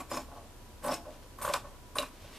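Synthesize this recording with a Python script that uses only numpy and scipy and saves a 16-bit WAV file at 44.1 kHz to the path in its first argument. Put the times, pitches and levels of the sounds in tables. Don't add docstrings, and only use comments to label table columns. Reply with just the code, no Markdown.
import sys
import numpy as np
from scipy import signal
from scipy.fft import rfft, irfft, next_fast_len
from scipy.io import wavfile
from scipy.ndimage import map_coordinates

SR = 44100
rng = np.random.default_rng(int(sys.argv[2]) if len(sys.argv) > 2 else 0)


def dump_mix(stems):
    frames = np.atleast_2d(stems).T
    limited = np.clip(frames, -1, 1)
    pcm = np.round(limited * 32767).astype(np.int16)
    wavfile.write(sys.argv[1], SR, pcm)


def voltage_ratio(decibels):
    exponent = np.asarray(decibels, float) / 20
    return 10 ** exponent


N = 105266
T = np.arange(N) / SR

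# time in seconds, thread force in dB, blade rub in dB.
LAST_OF_EARLIER_BITE = [
    (0, -29.5, -54.5),
    (.008, -45, -50),
    (.07, -61, -81),
]
FIRST_BITE = [
    (.085, -57, -70),
    (0.104, -50, -56.5),
    (0.118, -38.5, -47.5),
    (0.164, -37.5, -49.5),
    (0.174, -33, -46.5),
    (0.189, -41, -52),
    (.26, -67, -68.5),
]
SECOND_BITE = [
    (0.817, -53, -75),
    (.832, -41.5, -53),
    (0.847, -33, -46.5),
    (.9, -29, -47.5),
    (0.942, -37, -44.5),
    (.965, -43.5, -53),
    (1.011, -55, -77),
]
THIRD_BITE = [
    (1.383, -56, -57.5),
    (1.411, -43, -57.5),
    (1.416, -37.5, -47),
    (1.455, -30, -46),
    (1.495, -33.5, -44),
    (1.519, -38, -52),
    (1.54, -28, -43.5),
    (1.56, -40, -41.5),
    (1.62, -64, -77),
]
FOURTH_BITE = [
    (1.95, -62, -65),
    (1.956, -30.5, -46),
    (1.982, -36, -46),
    (1.996, -27, -44.5),
    (2.02, -34, -52),
    (2.029, -37, -48),
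    (2.1, -91, -67.5),
]
# time in seconds, position from 0 at the heel to 1 at the tips.
CROSSING = [
    (.5, .6),
    (.86, .1),
    (.92, .7),
    (1.41, .1),
    (1.5, .15),
    (1.53, .9),
    (1.95, .1),
    (2.0, .25),
    (2.04, .7),
]
# until in seconds, then low, middle, inner and upper modes in dB.
TABLE_LOADS = [
    (.08, 1, -9, -1.5, 1.5),
    (.27, 4, -0.5, -0.5, -1.5),
    (.7, -3.5, -0.5, 2.5, -3.5),
    (.96, -2, -1, -2, -1.5),
    (1.04, 4.5, -4, 4.5, -6),
    (1.3, -10, -1.5, -5, -6),
    (1.52, -13.5, -3, -11, 0),
    (1.85, -14.5, -3.5, -5.5, -0.5),
    (3, -8.5, -5, -9.5, -5),
]
# start in seconds, peak in dB, upper over middle modes in dB.
THREAD_SNAPS = [(0.115, -22, 3), (0.12, -34, 11), (0.142, -26, 4), (0.171, -24.5, 10.5), (0.848, -26.5, -4),
                (0.872, -22, -4), (.878, -37, 0), (.9, -28.5, -2), (0.892, -18, -1), (0.92, -20.5, -3),
                (1.387, -39, 17), (1.42, -29, 11), (1.448, -17.5, 4), (1.477, -20, 5), (1.49, -27, 0),
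                (1.497, -21.5, -4), (1.54, -17.5, 8), (1.544, -22.5, 6), (1.559, -23, 10),
                (1.956, -25.5, 17), (1.966, -22.5, 2.5), (1.987, -19, -1.5), (2.029, -19.5, 5)]
# start in seconds, peak in dB, upper over middle modes in dB.
KNOCKS = [(.009, -35.5, 6), (.284, -40.5, 2), (.316, -38, 7), (0.37, -41, 0), (.979, -40, -1),
          (1.053, -39, 11), (1.068, -41, -1), (1.094, -40, -2), (1.226, -47, 8), (1.257, -47, 6),
          (1.602, -51, 4), (1.668, -39, -6), (2.211, -48.5, 13), (2.247, -38.5, -11), (2.284, -49, -2),
          (2.33, -47, 6)]
# start in seconds, length in seconds, scrape in dB, upper over middle modes in dB,
# paper rustle in dB.
MAT_SLIDES = [(0.282, 0.069, -52.5, 4, -78), (0.31, 0.17, -51, 0, -71.5), (1.026, 0.054, -49, 4, -85),
              (1.052, 0.07, -46, -9, -69), (1.104, 0.085, -51, -4, -61.5), (1.218, 0.052, -55.5, 3, -64.5),
              (.35, 0.047, -61, 10, -66), (1.634, 0.035, -42.5, -2.5, -72), (1.648, 0.13, -52.5, -4, -68),
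              (2.11, .12, -63, 0, -63), (2.196, 0.16, -55, 0, -57.5), (2.308, 0.37, -54, 7, -50)]
# start in seconds, peak in dB, t60 in seconds, pitch in Hz, broad crack in dB.
STEEL_CLICKS = [(0.1734, -33.5, 0.035, 5300, -3.5), (1.5368, -19.5, 0.013, 2410, 1),
                (1.5402, -24.5, 0.013, 3700, 3), (1.9848, -15, 0.012, 2964, -7),
                (1.9848, -15.5, .013, 3800, -10), (1.9892, -25, 0.0074, 3500, -3),
                (1.9945, -31, 0.01, 3900, -1), (2.0235, -31.5, 0.02, 2510, -4),
                (1.5378, -26.5, 0.01, 8300, -5), (1.5375, -24, .012, 5300, -12),
                (.9422, -35, 0.009, 7200, 3), (1.9848, -28.5, 0.011, 9400, -6)]
# start in seconds, length in seconds, pitch in Hz, level in dB.
EDGE_SQUEALS = [(.004, 0.011, 7300, -55), (.104, 0.036, 5180, -50), (.108, 0.018, 7160, -50),
                (0.109, .022, 9870, -55), (.132, 0.029, 5280, -46.5), (.14, 0.014, 8500, -53),
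                (0.144, 0.016, 6700, -46), (0.159, .016, 7000, -50), (.166, .011, 8500, -50),
                (.188, 0.023, 5420, -54), (.198, .016, 7100, -57), (0.834, 0.018, 8350, -48.5),
                (.857, 0.023, 8450, -50), (0.858, .012, 11200, -47), (.859, .012, 9900, -48),
                (0.886, .022, 5270, -49), (.909, 0.017, 5400, -42.5), (0.914, 0.012, 8200, -50.5),
                (.936, 0.018, 5330, -41), (0.937, 0.013, 8070, -47), (.94, 0.016, 6600, -47.5),
                (1.415, .02, 8760, -44.5), (1.42, .03, 11800, -52), (1.437, .025, 9070, -47),
                (1.455, 0.025, 11500, -53), (1.462, 0.023, 9500, -54), (1.954, 0.031, 9370, -44),
                (1.966, 0.018, 11600, -54), (1.995, 0.014, 9400, -46), (2.022, .014, 9500, -53),
                (2.028, 0.048, 2500, -54)]

# frequency in Hz, width in Hz, level in dB.
LOW_MODES = [(138, 106, -13), (261, 32.7, 1.5), (317, 38.5, -1.5)]
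MIDDLE_MODES = [(553.3, 130, 2.7), (581.4, 73, 0.5)]
INNER_MODES = [(700, 40, 1), (745, 45, -5), (830, 60, -4)]
UPPER_MODES = [(942, 49, -4), (1056, 107, 4.5), (1106, 79, 4), (1168, 230, -5.5), (1301, 41, -4),
               (1484, 118, -2), (1772, 87, -11)]
# frequency in Hz, width in Hz, level in dB.
HEEL_MODES = [(8600, 2400, 1), (11300, 2000, -2.5), (13100, 1300, -12)]
# frequency in Hz, width in Hz, level in dB.
TIP_MODES = [(2500, 400, 1), (3700, 1000, 1), (5300, 1100, -2), (7300, 1400, -1)]

# frequency in Hz, level per Hz in dB.
RUB_SPECTRUM = [(1060, -3.5), (1800, -6), (11500, -22), (13900, -55), (15000, -38)]
# frequency in Hz, level per Hz in dB.
CRACK_SPECTRUM = [(1200, -46), (2500, 1), (4500, 3.5), (9000, -4.5), (15000, -11)]
# frequency in Hz, level per Hz in dB.
RUSTLE_SPECTRUM = [(800, -6), (1300, -5), (3000, -1), (5500, -7.5), (14000, -19.5)]
# frequency in Hz, level per Hz in dB.
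ROOM_TONE_SPECTRUM = [(35, -43), (60, -0.5), (122, -7), (165, -14.5), (222, -10), (610, -16), (990, -20),
                      (1800, -27.5), (2340, -62), (3960, -120)]
# frequency in Hz, level per Hz in dB.
HISS_SPECTRUM = [(700, -15), (1300, -7.5), (2650, -5.5), (14500, -11.5)]
# frequency in Hz, correlation from 0 to 1.
LIKENESS = [(60, 0.77), (240, 0.84), (930, 0.66), (3680, 0.084), (14500, 0.057)]
# frequency in Hz, t60 in seconds.
ROOM_T60 = [(200, 0.23), (1500, 0.24), (10000, 0.23)]
# frequency in Hz, side over mid in dB.
PORT_DIFFERENCE = [(1500, -33), (4500, -6.5), (14000, -4.5)]


def hand():
    force, rub = np.zeros((2, N))
    for bite in [LAST_OF_EARLIER_BITE, FIRST_BITE, SECOND_BITE, THIRD_BITE, FOURTH_BITE]:
        s, force_db, rub_db = np.transpose(bite)
        force += voltage_ratio(np.interp(T, s, force_db, -200, -200))
        rub += voltage_ratio(np.interp(T, s, rub_db, -200, -200))
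    return force, rub, np.interp(T, *np.transpose(CROSSING))


def table_top(force):
    def push(tilt):
        tear = voltage_ratio(-2) * force * grains(2500, 2.5)
        scrape = sliding(column=2, tilt=tilt) * grains(6000, 2.5)
        return tear + scrape

    low, middle, upper = push(-0.5), push(-0.5), push(0.5)
    t = np.arange(SR // 100) / SR
    for s, db, upper_db in THREAD_SNAPS + KNOCKS:
        snap = voltage_ratio(db + 5 - 60 * t / 0.00073)
        now = slice(round(s * SR), round(s * SR) + len(t))
        low[now] += snap * voltage_ratio(-4)
        middle[now] -= snap * voltage_ratio(-upper_db / 2)
        upper[now] += snap * voltage_ratio(upper_db / 2)

    until, *load_db = np.transpose(TABLE_LOADS)
    row = np.minimum(np.searchsorted(until, T), len(until) - 1)
    low_load, middle_load, inner_load, upper_load = voltage_ratio(np.array(load_db)[:, row])
    out = voltage_ratio(-10) * rung(low_load * low, LOW_MODES, order=2)
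    out += voltage_ratio(-6.5) * rung(middle_load * middle, MIDDLE_MODES, order=2)
    out += voltage_ratio(-9) * rung(inner_load * middle, INNER_MODES, order=2)
    return out + voltage_ratio(-6) * rung(upper_load * upper, UPPER_MODES, order=2)


def sliding(column, tilt=0):
    out = np.zeros(N)
    for row in MAT_SLIDES:
        u = np.clip((T - row[0]) / row[1], 0, 1)
        out += voltage_ratio(row[column] + tilt * row[3]) * np.sin(np.pi * u ** 0.71)
    return out


def blade_rub(rub, crossing):
    rasp = rub * grains(15000, 1.5)
    sing = singing(rasp * np.cos(crossing * np.pi / 2), HEEL_MODES)
    sing += singing(rasp * np.sin(crossing * np.pi / 2), TIP_MODES)
    rough = rub * voltage_ratio(2.5 * wobble(200)) * rng.standard_normal(N)
    return voltage_ratio(1) * coloured(rough, RUB_SPECTRUM) + voltage_ratio(-9) * sing


def singing(rasp, modes):
    out = np.zeros(N)
    for hz, width, db in modes:
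        catch = voltage_ratio(5 * wobble(70))
        out += voltage_ratio(db) * rung(rasp * catch, [(hz, width, 0)])
    return out


def squeals():
    out = np.zeros(N + SR)
    t = np.arange(SR // 10) / SR
    for s, length, hz, db in EDGE_SQUEALS:
        chance = rng.standard_normal((2, len(t)))
        keep = np.exp(-np.pi * 0.082 * hz / SR)
        arch = np.sin(np.pi * np.clip(t / length, 0, 1)) ** 0.5
        grip = signal.lfilter([1], np.poly([keep, keep]), arch * (chance[0] + 1j * chance[1]))
        grip /= np.sqrt(np.sum(abs(grip) ** 2) / (length * SR))
        out[round(s * SR):][:len(t)] += voltage_ratio(db) * np.real(grip * np.exp(2j * np.pi * hz * t))
    return out[:N]


def clicks():
    cracks, pings = np.zeros((2, N))
    t = np.arange(SR // 20) / SR
    for s, db, t60, hz, crack_db in STEEL_CLICKS:
        fall = voltage_ratio(db - 4.5 - 60 * t / t60)
        now = slice(round(s * SR), round(s * SR) + len(t))
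        cracks[now] += fall * voltage_ratio(crack_db) * rng.standard_normal(len(t))
        drift = np.cumsum(rng.normal(0, 0.13, len(t)))
        onset = 1 - np.exp(-t / 0.00025)
        pings[now] += fall * onset * np.sin(2 * np.pi * hz * t + drift)
    return voltage_ratio(-1) * coloured(cracks, CRACK_SPECTRUM) + voltage_ratio(3) * pings


def paper():
    return coloured(sliding(column=4) * grains(9000, 2.5), RUSTLE_SPECTRUM)


def ports(x):
    side = filtered(x * wobble(150), lambda hz: 1j * voltage_ratio(along(PORT_DIFFERENCE, hz)))
    return np.array([x + side, x - side])


def room(x):
    hz, t, z = signal.stft(rng.standard_normal((2, SR // 2)), SR, nperseg=256)
    decay = voltage_ratio(-60 * t / along(ROOM_T60, hz)[:, None])
    tail = signal.istft(z * decay, SR, nperseg=256)[1]
    tail /= np.linalg.norm(tail[0])
    late = np.pad(x, (200, 0))[None]
    return signal.fftconvolve(late, tail, axes=1)[:, :N]


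def fan():
    beat_hz, whine_hz = 30.5, 980
    count = int(N / SR * 40)
    chance = rng.standard_normal((count, 2))
    times = (np.arange(count) + 0.16 * chance[:, 0]) / beat_hz
    places = np.clip(times * SR, 0, N).astype(int)
    beats = np.bincount(places, voltage_ratio(2.4 * chance[:, 1]), N + 1)[:N]
    thuds = filtered(beats, lambda hz: -np.exp(-(2 * np.pi * hz * 0.0037) ** 2 / 2) * np.clip(hz / 65, 0, 1) ** 3)

    hum_level = voltage_ratio(-53.5 + 1.7 * wobble(15))
    sides = 0.24 * wobble(6.6) * np.array([[1], [-1]])
    hum = hum_level * np.sin(2 * np.pi * beat_hz * T + 3.84 + 0.5 * wobble(14) + sides)
    whine_level = voltage_ratio(-65 + 1.8 * wobble(7))
    whine = whine_level * np.sin(2 * np.pi * whine_hz * T + 1.04 * wobble(28))
    return hum + voltage_ratio(-62) * unit(thuds) + whine


def noise_floor():
    return voltage_ratio(-54) * pair(ROOM_TONE_SPECTRUM) + voltage_ratio(-59) * pair(HISS_SPECTRUM)


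def pair(spectrum):
    def shares(hz):
        turn = np.arccos(np.clip(along(LIKENESS, hz), -1, 1)) / 2
        return voltage_ratio(along(spectrum, hz)) * np.array([np.cos(turn), np.sin(turn)])

    mid, side = filtered(rng.standard_normal((2, N)), shares)
    return unit(np.array([mid + side, mid - side]))


def grains(per_second, spread_db):
    chance, sign, size = rng.random((3, N))
    ticks = (chance < per_second / SR) * np.sign(sign - 0.5)
    return unit(ticks * voltage_ratio(-spread_db * np.log(1 - size)))


def wobble(rate):
    return map_coordinates(rng.standard_normal(1000), [np.arange(N) * rate / SR])


def rung(x, modes, order=1):
    def body(f):
        return sum(voltage_ratio(db) * (1j * f * w / (c * c - f * f + 1j * f * w)) ** order for c, w, db in modes)

    power = np.mean(abs(body(np.linspace(0, SR / 2, 8192))) ** 2)
    return filtered(x, body) / np.sqrt(power)


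def coloured(x, spectrum):
    power = np.mean(voltage_ratio(2 * along(spectrum, np.linspace(0, SR / 2, 4096))))
    return filtered(x, lambda hz: voltage_ratio(along(spectrum, hz))) / np.sqrt(power)


def filtered(x, response):
    m = next_fast_len(N + SR // 2)
    return irfft(rfft(x, m) * response(np.fft.rfftfreq(m, 1 / SR)), m)[..., :N]


def along(points, hz):
    f, v = np.transpose(points)
    return np.interp(np.log(hz + 1), np.log(f + 1), v)


def unit(x):
    return x / np.sqrt(np.mean(x ** 2) + 1e-20)


def scene():
    force, rub, crossing = hand()
    cut = table_top(force) + blade_rub(rub, crossing) + squeals() + clicks() + paper()
    tail = room(cut)
    wet = ports(tail[0]) + voltage_ratio(-16.5) * (tail[1] * np.array([[1], [-1]]))
    return ports(cut) + voltage_ratio(-10) * wet + fan() + noise_floor()


def band_limit(x):
    return signal.sosfilt(signal.butter(12, 15110, fs=SR, output="sos"), x)


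def record(dry):
    mix = filtered(dry, lambda hz: np.clip((14400 + 300 - hz) / 600, 0, 1) ** 3)
    return band_limit(mix)


dry = scene()
out = record(dry)
dump_mix(out)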